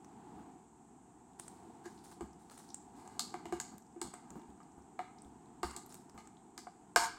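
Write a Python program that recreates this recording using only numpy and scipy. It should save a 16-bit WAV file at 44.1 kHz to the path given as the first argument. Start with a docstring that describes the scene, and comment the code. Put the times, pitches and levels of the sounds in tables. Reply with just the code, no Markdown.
"""Parrot pecking a plastic tub

A parrot pecks, grips and nudges a thin plastic tub on a wooden table in a small room. The tub answers
with a hollow note of the air inside, a clack of its walls and a bright snap; at the end it springs
free and chatters. Between pecks the beak ticks, scrapes and creaks on the plastic, and the table top
thumps under the bird's feet and the rocking tub, all over a faint hum and hiss."""
import sys
import numpy as np
from scipy import signal
from scipy.fft import rfft, irfft
from scipy.io import wavfile
from scipy.ndimage import uniform_filter1d

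SR = 44100
rng = np.random.default_rng(int(sys.argv[2]) if len(sys.argv) > 2 else 0)


def to_wav(s):
    """Save 16-bit WAV."""
    ch = np.atleast_2d(s).T  # columns
    pcm = np.round(np.clip(ch, -1, 1) * 32767)  # PCM
    wavfile.write(sys.argv[1], SR, pcm.astype(np.int16))


N = 316638
T = np.arange(SR // 4) / SR  # seconds since a hit


def amp(db):
    """Decibels to gain."""
    return 10 ** (np.asarray(db) / 20)


def unit_rms(x):
    """Scales to rms 1."""
    return x / np.sqrt(np.mean(x ** 2) + 1e-20)


def unit_hit(x):
    """Scales so that the loudest 4 ms have rms 1."""
    return x / np.sqrt(uniform_filter1d(x ** 2, size=176, mode="constant").max() + 1e-20)


def curve(points, hz):
    """Reads a breakpoint curve on a log-frequency axis."""
    point_hz, value = np.transpose(points)
    return np.interp(np.log(hz + 1), np.log(point_hz), value)


def bell(hz, centre_hz, octaves):
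    """An EQ bell, 0 to 1, around one frequency."""
    return np.exp(-0.5 * (np.log2((hz + 1) / centre_hz) / octaves) ** 2)


def octaves_above(hz, corner_hz):
    """The ramp of a treble tilt: zero up to the corner, then one per octave."""
    return np.log2(np.maximum(hz / corner_hz, 1))


def eq(x, db_at):
    """Minimum-phase EQ with the gain db_at(hz), so nothing rings ahead of an attack."""
    log_gain = np.log(amp(db_at(abs(np.fft.fftfreq(4096, 1 / SR)))))
    taps = np.fft.ifft(np.exp(np.conj(signal.hilbert(log_gain)))).real
    return signal.oaconvolve(x, taps[:len(taps) // 2])[:len(x)]


def add(mix, start_s, sound):
    """Mixes a sound in at start_s."""
    part = mix[max(round(start_s * SR), 0):][:len(sound)]
    part += sound[:len(part)]


def grains(size, per_s, spread_db):
    """Randomly timed impulses of uneven strength."""
    strength = amp(spread_db * np.minimum(rng.exponential(1, size), 3)) * rng.choice([-1, 1], size)
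    return strength * (rng.random(size) < per_s / SR)


def crack(contact_s):
    """A brief, white burst of micro-slips that stops when the contact lets go."""
    grip = np.exp(-(T / contact_s) ** 2)
    burst = rng.standard_normal(len(T)) * grip
    whitened = irfft(np.exp(1j * np.angle(rfft(burst))), len(T))
    return whitened * np.sqrt(grip)


# Early reflections off the table top and nearest walls: delay_s, level_db
ECHOES = [(.0017,-26.5), (.0075,-15), (0.0121,-9), (0.0156,-19)]
# Decay of the reverb tail: freq_hz, t60_s
ROOM_T60 = [(100, 0.75), (400, 0.15), (900, 0.58), (2000, 0.52), (5000, 0.41), (8000, .36), (14000, 0.3)]
# Tone of the reverb tail: freq_hz, gain_db
ROOM_EQ = [(100, 6.5), (350, 0), (560, -22), (800, -2), (2000, 2), (5000, 8), (8000, 6.5), (14000, 4)]

def room(x):
    """The small room returns near reflections and a short diffuse tail."""
    reflections = grains(SR * 3 // 4, per_s=5000, spread_db=4.0)
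    hz, t, spectrum = signal.stft(reflections, SR, nperseg=256)
    decay = amp(curve(ROOM_EQ, hz)[:, None] - 60 * t / curve(ROOM_T60, hz)[:, None])
    response = signal.istft(spectrum * decay, SR, nperseg=256)[1]
    response *= np.clip(np.arange(len(response)) / SR / 0.0036 - 0.4, 0, 1)  # pre-delay and fade-in
    response /= np.linalg.norm(response)
    for delay_s, level_db in ECHOES:
        add(response, delay_s, amp([level_db]))
    return signal.fftconvolve(x, response)


def place(mix, start_s, sound, send_db):
    """Mixes in a sound together with its reverb."""
    add(mix, start_s, sound)
    add(mix, start_s, amp(send_db) * room(sound))


# Tone of the room's hum, rumble and hiss: freq_hz, gain_db
HUM_EQ = [(25,-47), (60,-12.5), (100,-9), (160,-3.5), (230,1.5), (370,-2), (470,-11), (570,-29), (720,-3.5),
          (880,-5.5), (1150,-17.5), (2000,-29), (5000,-38.5), (14000,-51)]
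RUMBLE_EQ = [(20,-19.5), (40,-9), (65,3), (100,-8.5), (300,-23), (8000,-81)]
HISS_EQ = [(1500, -4), (3000, -47), (5500, -5.5), (7000, 8.5), (8200, 12), (9300, -5), (11700, -10),
           (13000, -48), (16000, -42)]
# Fader ride of the hum, ahead of its trim: time_s, level_db
HUM_RIDE = [(0.0, -59), (0.4, -53.5), (0.67, -62.5), (1.34, -61), (1.67, -56), (2.52, -61), (3.54, -54.5),
            (3.8, -62.5), (4.26, -59), (4.78, -60.5), (5.73, -58.5), (6.42, -61.5), (6.9, -60.5)]

def room_tone(hum_trim_db=1.0, rumble_db=-79.5, hiss_db=-74):
    """Three beds of noise: a low wavering hum, a steady rumble under it and a thin hiss."""
    ride_db = np.interp(np.arange(N) / SR, *np.transpose(HUM_RIDE))
    hum, rumble, hiss = (unit_rms(eq(rng.standard_normal(N), lambda hz: curve(tone, hz)))
                         for tone in (HUM_EQ, RUMBLE_EQ, HISS_EQ))
    return amp(ride_db + hum_trim_db) * hum + amp(rumble_db) * rumble + amp(hiss_db) * hiss


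# Base tone of a tick: freq_hz, gain_db
TICK_EQ = [(500, 5.5), (1100, 13), (2200, 1), (4500, -5.5), (8500, 5.5), (11000, -12), (16000, -13)]

def tick(pitch_hz, body_db):
    """A tiny hard contact: a high ring and a little woody body; the less body, the purer the ring."""
    ring_db = 12 - 0.27 * body_db
    return unit_hit(eq(crack(0.0037), lambda hz: curve(TICK_EQ, hz)
                       + ring_db * bell(hz, pitch_hz, 0.17)
                       + 0.5 * bell(hz, 15000, 0.21)
                       + body_db * bell(hz, 1220, 1.0)))


# Clicks of beak and claws: start_s, level_db, pitch_hz, body_db
TICKS = [(0.046,-58,5860,1.5), (1.397,-42.5,9330,-3.5), (1.48,-47,8150,-2), (2.498,-55,4280,2),
         (2.578,-54,9600,0), (2.744,-39.5,7650,-14), (3.076,-53,7200,2), (3.781,-55.5,12700,-10.5),
         (4.139,-46,8170,6), (4.304,-51.5,7100,-5), (5.22,-55,8600,-18), (5.710,-47.5,7800,5),
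         (5.862,-56.5,12700,-25), (5.924,-53.5,7200,-6), (5.943,-51,13300,-10), (5.953,-54,7800,-4),
         (6.096,-59,5240,-1), (6.273,-55.5,7300,0)]

def ticks(nibble_start_s=1.1, nibble_length_s=5.2, nibbles_per_s=5):
    """Beak and claws click, among fainter random nibbles."""
    clicks, out = np.zeros((2, N))
    for start_s, level_db, pitch_hz, body_db in TICKS:
        add(clicks, start_s, amp(level_db) * tick(pitch_hz, body_db))
    for when, force, spot in rng.random((round(nibbles_per_s * nibble_length_s), 3)):
        nibble = amp(-78 + 11.6 * force) * tick(pitch_hz=3200 * 2 ** spot, body_db=-8)
        add(clicks, nibble_start_s + when * nibble_length_s, nibble)
    place(out, 0, clicks, send_db=-11.5)
    return out


# Tone of a knock on the wooden top: freq_hz, gain_db
KNOCK_EQ = [(60, -48), (130, -2), (220, 7), (340, -1.5), (560, -15.5), (800, -4.5), (1300, -15),
            (2500, -37), (14000, -40)]
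# Steps of the bird and rocks of the tub: start_s, boom_db, knock_db
THUMPS = [(0.384,-82,-52.5), (2.218,-47.5,-47.5), (2.961,-70,-58), (3.527,-54,-46.5), (3.715,-70,-50),
          (4.039,-57,-47), (4.307,-63,-50.5), (4.355,-63,-47), (4.485,-56.5,-55.5), (4.774,-58.5,-55),
          (5.254,-54.5,-54), (5.644,-42.5,-50), (6.143,-57,-53), (6.965,-55,-53)]

def table_thumps(boom_hz=66.9, boom_t60_s=0.31):
    """The table top booms and knocks dully under the bird's feet and the rocking tub."""
    out = np.zeros(N)
    attack = 1 - np.exp(-T / 0.0016)
    boom = attack * amp(-60 * T / boom_t60_s) * np.sin(2 * np.pi * boom_hz * T)
    for start_s, boom_db, knock_db in THUMPS:
        knock = unit_hit(eq(crack(0.05), lambda hz: curve(KNOCK_EQ, hz)))
        add(out, start_s, amp(boom_db) * boom + amp(knock_db) * knock)
    return out


# Tone of the rasp: freq_hz, gain_db
SCRAPE_EQ = [(600,-18), (1200,2), (2300,-37), (3800,-5.5), (5500,-9), (9000,-1), (12000,-19), (16000,-16)]
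# Strokes of the beak along the rim: start_s, length_s, pressure_db
SCRAPES = [(1.388,0.17,-54.5), (1.554,0.29,-67.5), (1.838,0.35,-63), (2.038,0.072,-53.5),
           (2.111,0.035,-51.5), (2.391,0.16,-65.5), (2.506,0.092,-53.5), (2.572,0.13,-54.5),
           (2.68,0.33,-68), (2.953,0.45,-65), (5.655,.1,-49.5), (5.89,0.13,-53.5)]

def scrapes(bands=24, bite_s=0.0045, fade_db=-13):
    """The beak bites into the rim and eases off, rasping; each slip rings a few cycles at one pitch."""
    pressure, rasp, out = np.zeros((3, N))
    for start_s, length_s, pressure_db in SCRAPES:
        t = np.arange(0, length_s, 1 / SR)
        add(pressure, start_s, np.minimum(t / bite_s, 1) * amp(pressure_db + fade_db * t / length_s))
    for hz in np.linspace(1200, 15500, bands):
        ping = np.sin(2 * np.pi * hz * T[:256]) * np.exp(-T[:256] / 0.0005)
        slips = pressure * unit_rms(grains(N, per_s=170, spread_db=3))
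        rasp += amp(curve(SCRAPE_EQ, hz)) * np.convolve(slips, ping / np.linalg.norm(ping))[:N]
    place(out, 0, rasp / np.sqrt(bands), send_db=-7.5)
    return out


# Modes of the tub's walls: pitch_hz, level_db, t60_s
WALL_MODES = [(517,-37,.025), (719.3,0.5,0.11), (762,-1.5,0.042), (910,-5.5,0.05), (1013,-6.5,0.046),
              (1201,4,0.029), (1280,-11.5,0.076), (1576,2.5,0.023), (1683,-11.5,0.049), (2058,-2.5,0.032),
              (2286,-2,0.019), (2640,-21,0.013), (2872,-12,0.057), (3430,-15,0.018)]

def walls(focus_hz, lift_db=9, uneven_db=3.5):
    """The walls ring; the struck spot favours the modes near focus_hz, and the grip detunes them."""
    ring = 0
    for k, (pitch_hz, level_db, t60_s) in enumerate(WALL_MODES):
        detuned_hz = pitch_hz * (1 + 0.013 * rng.standard_normal())
        struck_db = level_db + lift_db * bell(pitch_hz, focus_hz, 0.13)
        struck_db += uneven_db * rng.standard_normal()
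        mode = (-1) ** k * np.sin(2 * np.pi * detuned_hz * T + rng.uniform(-1.03, 1.67))
        ring += amp(struck_db - 60 * T / t60_s) * mode
    attack = (1 - np.exp(-T / 0.00034)) ** 2
    return attack * ring


# High modes of the rim: pitch_hz, level_db, t60_s
RIM_MODES = [(4300,-5,0.032), (4650,-11,0.017), (5140,-28,0.06), (6800,9,0.061), (7410,-12.5,0.09),
             (8520,-3.5,0.042)]

def rim():
    """The stiff rim rings short and bright."""
    return sum(amp(level_db - 60 * T / t60_s) * np.sin(2 * np.pi * (pitch_hz * T + rng.random()))
               for pitch_hz, level_db, t60_s in RIM_MODES)


# Tone of thin plastic snapping, in shoves and pecks alike: freq_hz, gain_db
SNAP_EQ = [(1500,-15.5), (2400,-17.5), (3300,-8), (4500,-3), (5700,-9), (7700,1), (9500,-9.5),
           (12000,-14.5), (15500,-23.5)]
# Shoves of the tub: start_s, length_s, level_db, wall_focus_hz
SHOVES = [(1.839,0.047,-56.5,1690), (2.921,.3,-60,875), (4.238,0.27,-65,895), (6.973,0.1,-35.5,920),
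          (6.999,0.09,-44.5,1580)]

def chatter():
    """The tub slides on the table and rattles its own walls and rim; light shoves sound duller."""
    out = np.zeros(N)
    for start_s, length_s, level_db, wall_focus_hz in SHOVES:
        t = np.arange(0, length_s, 1 / SR)
        swell = abs(np.sin(np.pi * t / length_s)) ** 0.57
        slips = amp(level_db) * swell * unit_rms(grains(len(t), per_s=620, spread_db=1.5))
        ring = unit_hit(walls(wall_focus_hz, lift_db=16.5, uneven_db=1.0))
        ring += amp(-15) * unit_hit(rim())
        ring += amp(-7.5) * unit_hit(eq(crack(0.0019), lambda hz: curve(SNAP_EQ, hz)))
        cut_db_per_octave = max(0.22 * (-53 - level_db), 0)
        ring = eq(ring, lambda hz: -cut_db_per_octave * octaves_above(hz, 1400))
        place(out, start_s, signal.fftconvolve(slips, ring / np.linalg.norm(ring)), send_db=-13)
    return out


def hollow_note(wall_db, rest_hz=358.4, dent_db=-31, rise_hz_per_db=8.5, t60_s=0.052):
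    """The air in the tub rings; a blow harder than dent_db dents the tub and raises the note."""
    pitch_hz = rest_hz + rise_hz_per_db * max(wall_db - dent_db, 0)
    attack = 1 - np.exp(-T / 0.0089)
    return unit_hit(attack * amp(-60 * T / t60_s) * np.sin(2 * np.pi * pitch_hz * T))


# Tone of the noise in a clack: freq_hz, gain_db
CLACK_EQ = [(150,-11), (480,0), (600,-7.5), (800,16.5), (1600,2), (1900,-0.5), (2400,-5), (3400,-10.5),
            (8000,-28), (14000,-46)]

def clack(wall_focus_hz, upper_focus_hz, softness_db):
    """The struck walls ring over a toneless burst; a soft contact loses treble."""
    ring = unit_hit(walls(wall_focus_hz))
    burst = unit_hit(eq(crack(0.0074), lambda hz: curve(CLACK_EQ, hz)))
    cut_db_per_octave = np.clip(0.4 * (softness_db - 8), 0, 7)
    return unit_hit(eq(ring + amp(-4.5) * burst, lambda hz: 7 * bell(hz, upper_focus_hz, 0.069)
                       - cut_db_per_octave * octaves_above(hz, 1400)))


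def snap(focus_hz, softness_db):
    """The plastic buckles with one crack and a short crunch, and sets the rim ringing."""
    buckle = unit_hit(crack(0.0033)) + amp(-14) * unit_hit(crack(0.023)) + amp(-21.5) * unit_hit(rim())
    cut_db_per_octave = np.clip(0.26 * (softness_db - 20.5), -1.5, 7)
    return unit_hit(eq(buckle, lambda hz: curve(SNAP_EQ, hz)
                       + 6.5 * bell(hz, focus_hz, 0.18)
                       - 2 * bell(hz, 12600, 0.59)
                       - cut_db_per_octave * octaves_above(hz, 2500)))


def blow(hollow_db, wall_db, snap_db, wall_focus_hz, upper_focus_hz):
    """One contact of beak and tub layers a hollow note, a clack and a snap."""
    softness_db = wall_db - snap_db  # little snap means a soft, long contact
    return (amp(hollow_db) * hollow_note(wall_db)
            + amp(wall_db) * clack(wall_focus_hz, upper_focus_hz, softness_db)
            + amp(snap_db) * snap(upper_focus_hz, softness_db))


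# Beak hits on the tub: start_s, hollow_db, wall_db, snap_db, wall_focus_hz, upper_focus_hz, send_db
PECKS = [(1.857,-46,-53.5,-57,840,6100,-2), (2.208,-39.5,-46,-56,770,7500,-2.5),
         (3.194,-78,-42,-31,1280,4440,-5), (3.341,-46.5,-37.5,-55,780,2080,-3.5),
         (3.455,-47,-45,-55.5,700,2940,-3), (3.524,-34,-36.5,-50,650,2830,-1),
         (3.600,-57,-42.5,-36,1720,7060,-6.5), (3.961,-47,-59.5,-95,730,8270,0),
         (4.015,-40,-41,-37.5,900,8600,-4.5), (4.137,-57,-50.5,-58,690,8600,0.5),
         (4.355,-55,-77,-82,800,7500,6), (4.603,-68,-56.5,-77,1180,8040,-1),
         (4.991,-53,-35,-57.5,736,3640,-2), (5.631,-37,-32.5,-43,1000,4740,-2),
         (5.764,-55.5,-53,-41.5,1190,8600,-6.5), (6.177,-65,-51.5,-59,1020,2870,1.5),
         (6.578,-59,-49.5,-45.5,2120,5340,-5), (6.669,-60,-43.5,-84,790,8160,-10),
         (6.9606,-33.5,-19,-25.5,950,5000,-3)]

def pecks(rebound_s=0.0115):
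    """Each peck is a blow, then a weaker one as the tub drops back against the beak."""
    out = np.zeros(N)
    for start_s, hollow_db, wall_db, snap_db, wall_focus_hz, upper_focus_hz, send_db in PECKS:
        peck = blow(hollow_db, wall_db, snap_db, wall_focus_hz, upper_focus_hz)
        rebound = blow(hollow_db - 7, wall_db - 14, snap_db - 14, wall_focus_hz, upper_focus_hz)
        add(peck, rebound_s, rebound)
        place(out, start_s, peck, send_db)
    return out


# Tiny creaks of the beak: start_s, level_db, pitch_hz
CREAKS = [(1.977,-67,4270), (1.988,-67,4530), (2.688,-60.5,5600), (2.702,-55.5,5300), (5.184,-63.5,4940),
          (6.368,-67.5,3560)]

def creaks():
    """The beak slips on the plastic: one narrow band swells and dies in a few milliseconds."""
    out = np.zeros(N)
    for start_s, level_db, pitch_hz in CREAKS:
        slips = crack(0.0042) * (1 - np.exp(-T / 0.0048))
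        creak = unit_hit(eq(slips, lambda hz: 40 * (bell(hz, pitch_hz, 0.72) - 1)))
        place(out, start_s, amp(level_db) * creak, send_db=-7)
    return out


def scene():
    """The mono mix, heard from one spot near the table."""
    return (pecks() + ticks() + creaks() + scrapes() + chatter() + table_thumps() + room_tone())[None]


def record(dry):
    """A steep low-pass at 16.1 kHz on the whole mix."""
    low_pass = signal.firwin(255, 16100, window=("kaiser", 8), fs=SR)
    return signal.oaconvolve(dry, low_pass[None], "same")


dry = scene()
out = record(dry)
to_wav(out)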